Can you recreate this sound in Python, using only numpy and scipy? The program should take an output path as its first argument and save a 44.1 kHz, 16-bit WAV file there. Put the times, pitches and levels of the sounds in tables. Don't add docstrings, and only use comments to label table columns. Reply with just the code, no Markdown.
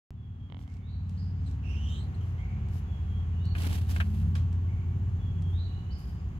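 import sys
import numpy as np
from scipy import signal
from scipy.fft import rfft, irfft, next_fast_len
from scipy.io import wavfile
from scipy.ndimage import uniform_filter1d

SR = 44100
rng = np.random.default_rng(int(sys.argv[2]) if len(sys.argv) > 2 else 0)


def to_wav(sig):
    pcm = np.clip(np.atleast_2d(sig), -1, 1) * 32767
    pcm = np.round(pcm).astype(np.int16)
    wavfile.write(sys.argv[1], SR, pcm.T)


N = 281799
TIME = np.arange(N) / SR


def from_db(db):
    return 10 ** (np.asarray(db) / 20)


def rms_one(x):
    return x / np.sqrt(np.mean(x ** 2) + 1e-20)


def in_time(rows):
    times, *columns = np.transpose(rows)
    return [np.interp(TIME, times, column) for column in columns]


def at_hz(points, hz):
    known_hz, values = np.transpose(points)
    return np.interp(np.log(hz + 1e-9), np.log(known_hz), values)


def panned(pan_db):
    return from_db(np.array([[.5], [-.5]]) * pan_db)


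def left_first(x, lag_samples=12):
    left, right = np.broadcast_to(x, (2, N))
    return np.array([left, np.roll(right, lag_samples)])


def cut(x, hz, kind, order=2):
    return signal.sosfilt(signal.butter(order, hz, kind, fs=SR, output="sos"), x + 1e-18)


def drift(rate):
    size = next_fast_len(N // 8 + 1)
    hz = np.arange(size // 2 + 1) * SR / (8 * size)
    smooth = irfft(rfft(rng.standard_normal(size)) / (1 + (hz / rate) ** 2), size)
    return np.interp(TIME, np.arange(size) * 8 / SR, rms_one(smooth))


def coloured(x, spectrum):
    size = next_fast_len(N)
    gain = from_db(at_hz(spectrum, np.arange(size // 2 + 1) * SR / size))
    return rms_one(irfft(rfft(x, size) * gain, size)[..., :N])


def ring(clicks, hz, t60):
    decay, step = from_db(-60 / (t60 * SR)), 2 * np.pi * hz / SR
    return signal.lfilter([0, np.sin(step)], [1, -2 * decay * np.cos(step), decay ** 2], clicks + 1e-18)


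def clicks_at(rows):
    out = np.zeros(N)
    for s, db in rows:
        out[round(s * SR)] = from_db(db)
    return out


def echoes(x, t60):
    t = TIME[:int(t60 * SR) + 2]
    tail = rng.standard_normal((2, len(t))) * from_db(-60 * t / t60)
    tail /= np.sqrt(np.sum(tail ** 2) / 2)
    return signal.fftconvolve(np.atleast_2d(x), tail, axes=-1)[:, :N]


def crackle(per_s, spread_db, shared):
    sizes = from_db(spread_db * np.minimum(rng.exponential(1, (3, N)), 3)) * rng.choice([-1, 1], (3, N))
    slips = sizes * (rng.random((3, N)) < per_s / SR)
    return rms_one(np.sqrt(shared) * left_first(slips[0]) + np.sqrt(1 - shared) * slips[1:])


# (frequency [Hz], likeness [0-1])
EAR_LIKENESS = [(50, .999), (125, 0.95), (250, 1), (500, 0.84), (1000, 0.44), (3000, 0.3), (12000, 0.14)]

def surrounding_noise(spectrum):
    hz = np.arange(N // 2 + 1) * SR / N
    mid, side = rfft(rng.standard_normal((2, N)))
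    alike = at_hz(EAR_LIKENESS, hz)
    both = np.sqrt(1 + alike) * mid + np.sqrt(1 - alike) * side * [[1], [-1]]
    return rms_one(irfft(both * from_db(at_hz(spectrum, hz)), N))


def gain_rise_db(depth_db=14.5, rise_s=2):
    return depth_db * np.minimum(TIME / rise_s - 1, 0)


# (time [s], cycle rate [Hz])
ENGINE_SPEED = [(0.1, 18.55), (1.1, 18.3), (2.0, 17.62), (3.2, 16.95), (4.9, 17.55), (5.4, 17.85),
                (6.39, 17.62)]
# (time [s], firing tone [dB], weaker tones [dB])
ENGINE_LEVELS = [(0.1, -44.5, -47), (0.7, -44, -47), (1.25, -32, -38.5), (1.6, -37.5, -41),
                 (2.9, -34.5, -43), (3.45, -30, -37.5), (4.4, -27.5, -38), (5.2, -32.5, -40),
                 (5.55, -28.5, -43.5), (6.05, -45, -44)]
# (pitch [times the cycle rate], relative level [dB])
ENGINE_TONES = [(3, -13), (4, -0.5), (6, -6.5), (7, -7.5), (8, -10.5), (9, -10.5), (10, -14.5), (11, -17.5),
                (12, -14.5), (13, -19), (14, -24.5), (15, -22.5)]
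# (frequency [Hz], relative level [dB])
RUMBLE_SPECTRUM = [(20, -23.5), (31, -13), (40, -7), (52, 4.5), (75, 2.5), (100, 2), (130, -4.5),
                   (200, -15), (270, -20.5), (380, -27.5), (600, -65.5)]

def engine(firings_per_cycle=5, waver_db=4.5, rumble_db=-36.5):
    cycle_hz, = in_time(ENGINE_SPEED)
    firing_db, weaker_db = in_time(ENGINE_LEVELS)
    turn = 2 * np.pi * np.cumsum(cycle_hz) / SR
    tones = from_db(firing_db) * np.sin(firings_per_cycle * turn)
    for multiple, db in ENGINE_TONES:
        wander = 0.15 * drift(0.56) + rng.uniform(0, 2 * np.pi)
        tones += from_db(weaker_db + db + waver_db * drift(1.54)) * np.sin(multiple * turn + wander)
    rumble = surrounding_noise(RUMBLE_SPECTRUM)
    rumble /= np.sqrt(uniform_filter1d(np.mean(rumble ** 2, axis=0), SR // 4))
    return left_first(np.sqrt(2) * tones + from_db(rumble_db + 0.83 * gain_rise_db()) * rumble)


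# (pitch [Hz], level [dB])
HUM_TONES = [(373.7, -64.5), (747.8, -72.5), (1121, -72.5)]
# (frequency [Hz], relative level [dB])
WASH_SPECTRUM = [(250, -32.5), (400, 4.5), (580, -3), (780, 1.5), (1050, -1), (1700, -5), (2300, -9.5),
                 (2950, -9), (3700, -18.5), (5100, -23), (8000, -45), (16000, -61.5)]
HISS_SPECTRUM = [(3500, -25), (5000, -13), (5900, -2.5), (6700, 3), (7600, -8), (9300, -17.5),
                 (12000, -13.5), (16000, -13)]

def outdoors(wash_db=-57, hiss_db=-79, ease_db_per_s=0.61):
    far_db = gain_rise_db() - ease_db_per_s * (TIME - TIME.mean())
    hum = sum(from_db(db + 3 * drift(3)) * np.sin(2 * np.pi * hz * TIME + 0.42 * drift(5))
              for hz, db in HUM_TONES)
    hiss = from_db(hiss_db + 1.1 * gain_rise_db()) * surrounding_noise(HISS_SPECTRUM) * panned(12)
    wash = from_db(wash_db) * surrounding_noise(WASH_SPECTRUM)
    return left_first(from_db(far_db) * (wash + np.sqrt(2) * hum) + hiss)


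def sing(notes, overtones=(), rasp_hz=450, hoarseness=0.91, flutter_hz=900):
    out, shake = np.zeros((2, N)), drift(rasp_hz)
    flutter = rms_one(1 + hoarseness * drift(flutter_hz))
    for s, length, first, middle, last, db, rasp, pan_db in notes:
        span = slice(int(s * SR), int(s * SR) + int(length * SR))
        progress = np.linspace(0, 1, span.stop - span.start)
        glide_hz = np.polyval(np.polyfit([0, .5, 1], [first, middle, last], 2), progress)
        phase = 2 * np.pi * np.cumsum(glide_hz * (1 + rasp * shake[span])) / SR
        upper = sum(gain * np.sin(k * phase) for k, gain in enumerate(overtones, 2))
        loudness = np.sqrt(2 * np.abs(np.sin(np.pi * progress))) * from_db(db)
        out[:, span] += loudness * (np.sin(phase) + flutter[span] * upper) * panned(pan_db)
    return out


# (delay [s], length [s], first pitch [Hz], middle pitch [Hz], last pitch [Hz], rasp [share of pitch])
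WHISTLE_NOTES = [(0, .15, 3443, 3320, 3316, 0.0038), (.18, 0.18, 3318, 3260, 3333, 0.0025)]
SLUR_NOTES = [(0, .145, 3404, 3940, 4005, 0.018), (.06, .042, 4260, 4375, 4400, 0.014)]
PEEP_NOTES = [(0, 0.038, 4105, 4816, 4820, 0.044), (.09, 0.014, 5040, 4960, 4600, .018)]
LOW_SLUR_NOTES = [(0, .08, 2010, 2212, 2236, 0.032), (.085, .085, 2324, 2315, 2180, 0.057)]
THIN_WHISTLE_NOTES = [(0, .15, 2922, 2875, 2985, .0065), (.215, .08, 2960, 3023, 3050, 0.0091)]
# (time [s], first note [dB], second note [dB], pan [dB])
WHISTLE_TIMES = [(0.159, -79, -79.5, -20), (2.86, -68, -69.5, -14), (5.19, -68.5, -70.5, -17.5)]
SLUR_TIMES = [(.825, -66, -67, -6), (3.384, -64, -53.5, -4), (5.524, -56.5, -62, -7.5)]
PEEP_TIMES = [(1.17, -58.5, -66.5, -3), (5.903, -54.5, -56, -3)]
LOW_SLUR_TIMES = [(.655, -70, -73, -14), (2.37, -54.5, -59, -2.5), (4.665, -62.5, -65.5, -10)]
THIN_WHISTLE_TIMES = [(3.314, -67, -81, -19.5), (5.664, -71, -72.5, -24)]

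def far_birds(direct_db=-6, echo_db=-1):
    songs = [(WHISTLE_NOTES, WHISTLE_TIMES), (SLUR_NOTES, SLUR_TIMES), (PEEP_NOTES, PEEP_TIMES),
             (LOW_SLUR_NOTES, LOW_SLUR_TIMES), (THIN_WHISTLE_NOTES, THIN_WHISTLE_TIMES)]
    notes = []
    for call, times in songs:
        for s, *levels, pan_db in times:
            for (delay, length, *pitches, rasp), db in zip(call, levels):
                notes.append((s + delay, length, *pitches, db, rasp, pan_db))
    song = sing(notes)
    return left_first(from_db(direct_db) * song + from_db(echo_db) * echoes(song, t60=.85))


# (time [s], level [dB])
LAST_SLIP = [(.678, -49.5)]
# (pitch [Hz], relative level [dB], fade time [s])
CREAK_TONES = [(500, -1, 0.003), (970, -1.5, 0.0042), (2120, -9, 0.0081), (3100, -3.5, 0.0061)]

def creak(start_s=.5005, gap_s=.0227, gain_db=-4):
    levels_db = [-45.5] + [-37 - 3.2 * k for k in range(6)]
    run = [(start_s + k * gap_s, db) for k, db in enumerate(levels_db)]
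    slips = clicks_at(run + LAST_SLIP)
    body = sum(ring(slips, hz, t60) * from_db(db + gain_db) for hz, db, t60 in CREAK_TONES)
    return cut(body, 4200, "low", order=4) * panned(-18)


# (time of peak [s], half length [s], level [dB], crispness [0-1], pan [dB])
FEATHER_STROKES = [(.615, 0.024, -66, 0.34, 0), (0.725, 0.031, -69.5, 0.06, -10),
                   (1.182, 0.075, -68.5, 0.13, 2), (1.483, 0.05, -64, 0, -2),
                   (2.273, 0.045, -74.5, 0.46, 19), (2.76, 0.035, -67.5, 0.6, 21.5),
                   (3.656, 0.0069, -49, 0.9, 2), (3.75, 0.016, -46, 0.6, 0), (3.911, 0.012, -46.5, 0.6, -1),
                   (4.12, 0.15, -66, 0.74, 6), (5.52, .04, -76, 0.96, 6), (6, 0.015, -68, 1, 9),
                   (6.076, 0.062, -70, 0.9, 8)]
# (frequency [Hz], relative level [dB])
FEATHER_SPECTRUM = [(1500, -2.5), (3500, -3), (6000, -2), (9000, -5.5), (12500, 1.5), (16000, -14)]

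def feathers(dull_hz=7500):
    crisp = coloured(crackle(per_s=3200, spread_db=5, shared=.2), FEATHER_SPECTRUM)
    dull = coloured(crackle(per_s=2200, spread_db=6, shared=.24), FEATHER_SPECTRUM)
    dull = cut(dull, dull_hz, "low", order=4)
    out = 0
    for s, half, db, crispness, pan_db in FEATHER_STROKES:
        sweep = from_db(db) * np.exp(-.5 * ((TIME - s) / half) ** 2)
        blend = crispness * crisp + np.sqrt(1 - crispness ** 2) * dull
        out += sweep * blend * panned(pan_db)
    return out


# (time [s], level [dB], pan [dB])
STRAW_TICKS = [(0.627, -42, 3), (.678, -43, -3), (0.701, -45, 0), (.740, -39.5, -11), (.769, -42, -11),
               (1.0954, -33.5, 6), (1.513, -38.5, 13), (2.687, -38.5, 14), (3.455, -32, 6),
               (4.529, -32, -3), (5.423, -32, 4)]

def straw_ticks(echo_db=-1):
    taps = sum(clicks_at([(s, db)]) * panned(pan_db) for s, db, pan_db in STRAW_TICKS)
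    ticks = cut(cut(taps, 1500, "high", order=1), 6500, "low")
    return ticks + from_db(echo_db) * echoes(ticks, t60=0.2)


# (time [s], length [s], first pitch [Hz], middle pitch [Hz], last pitch [Hz], level [dB],
# rasp [share of pitch], pan [dB])
HOARSE_NOTES = [(1.457, 0.03, 4460, 4030, 4000, -63, 0.04, -15),
                (1.625, 0.18, 2800, 2712, 2954, -55, 0.072, -10.5),
                (1.746, 0.26, 2920, 3033, 3166, -50.5, 0.05, -4),
                (1.867, 0.18, 3610, 3790, 4280, -57, 0.051, -7),
                (2.142, 0.011, 4060, 3980, 4000, -65, 0.059, -17),
                (2.207, 0.011, 3000, 3140, 3000, -64, 0.036, -21),
                (2.375, 0.037, 3030, 3200, 3340, -66, .025, -12)]

def bird_rasps(gain_db=-3.5):
    song = sing(HOARSE_NOTES, overtones=from_db([-12, -29, -30]))
    return left_first(from_db(gain_db) * (song + echoes(song, t60=0.19)))


# (time [s], level [dB], splinters compared with wood [dB], fade time [s], pan [dB])
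STALK_SNAPS = [(3.551, -38.5, -13, 0.092, -1.5), (3.645, -41, -23, .06, -1),
               (3.962, -35, -4.5, 0.044, -3.5), (4.002, -28, -15, 0.051, 4), (4.008, -38, -17, 0.082, -5),
               (4.353, -48.5, 4.5, 0.11, 0), (4.365, -67.5, 9.5, 0.39, -4)]
# (frequency [Hz], relative level [dB])
WOOD_SPECTRUM = [(300, -13), (480, -9), (680, 1.5), (1000, -2.5), (1650, 9), (1950, 1), (2500, 4),
                 (3100, -3), (4200, -17), (6000, -49), (12000, -27)]
SPLINTER_SPECTRUM = [(1500, -3), (3000, 0), (6500, -9.5), (9000, -15), (12500, -20.5), (16000, -32)]

def stalk_snaps():
    wood = coloured(crackle(per_s=7000, spread_db=0.5, shared=.7), WOOD_SPECTRUM)
    sharp = coloured(crackle(per_s=9500, spread_db=8, shared=.19), SPLINTER_SPECTRUM)
    out = 0
    for s, db, sharp_db, t60, pan_db in STALK_SNAPS:
        dying = (TIME >= s) * from_db(db - 60 * np.maximum(TIME - s, 0) / t60)
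        out += dying * (wood + from_db(sharp_db) * sharp) * panned(pan_db)
    return out


# (time [s], hold [s], level [dB])
WEIGHT_SHIFTS = [(3.596, 0.13, -40), (3.912, 0.058, -46.5), (4.162, 0.054, -58)]
# (frequency [Hz], relative level [dB])
STRAW_SPECTRUM = [(170, 16.5), (290, 13.5), (480, 0), (720, 3.5), (1200, -2), (2100, -3), (2900, -0.5),
                  (4200, -5.5), (5500, -9), (6700, -11), (8500, -11), (12000, -12), (16000, -21)]
# (frequency [Hz], pan [dB])
STRAW_PAN = [(60, -5), (180, -1), (550, 1.5), (1650, -4.5), (4970, -5.5), (15000, 11)]

def straw_crunch(rise_s=0.046, fade_db_per_s=120.5, clump_db=2.5):
    crunch = coloured(crackle(per_s=2200, spread_db=-1.5, shared=.39), STRAW_SPECTRUM)
    hz = np.arange(N // 2 + 1) * SR / N
    crunch = irfft(rfft(crunch) * panned(at_hz(STRAW_PAN, hz)), N)
    pressure = 0
    for s, hold, db in WEIGHT_SHIFTS:
        rise = np.clip(1 + (TIME - s) / rise_s, 0, 1)
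        pressure += rise * from_db(db - fade_db_per_s * np.maximum(TIME - s - hold, 0))
    return crunch * pressure * from_db(clump_db * drift(65))


def scene():
    background = engine() + outdoors()
    nest = straw_crunch() + feathers() + stalk_snaps() + straw_ticks() + creak()
    return background + nest + far_birds() + bird_rasps()


def record(dry, start_s=.106, fade_s=.006, top_hz=15700):
    gate = (TIME >= start_s) * np.clip((TIME[-1] - TIME) / fade_s, 0, 1)
    return signal.sosfilt(signal.ellip(10, .1, 80, top_hz, fs=SR, output="sos"), dry * gate)


dry = scene()
out = record(dry)
to_wav(out)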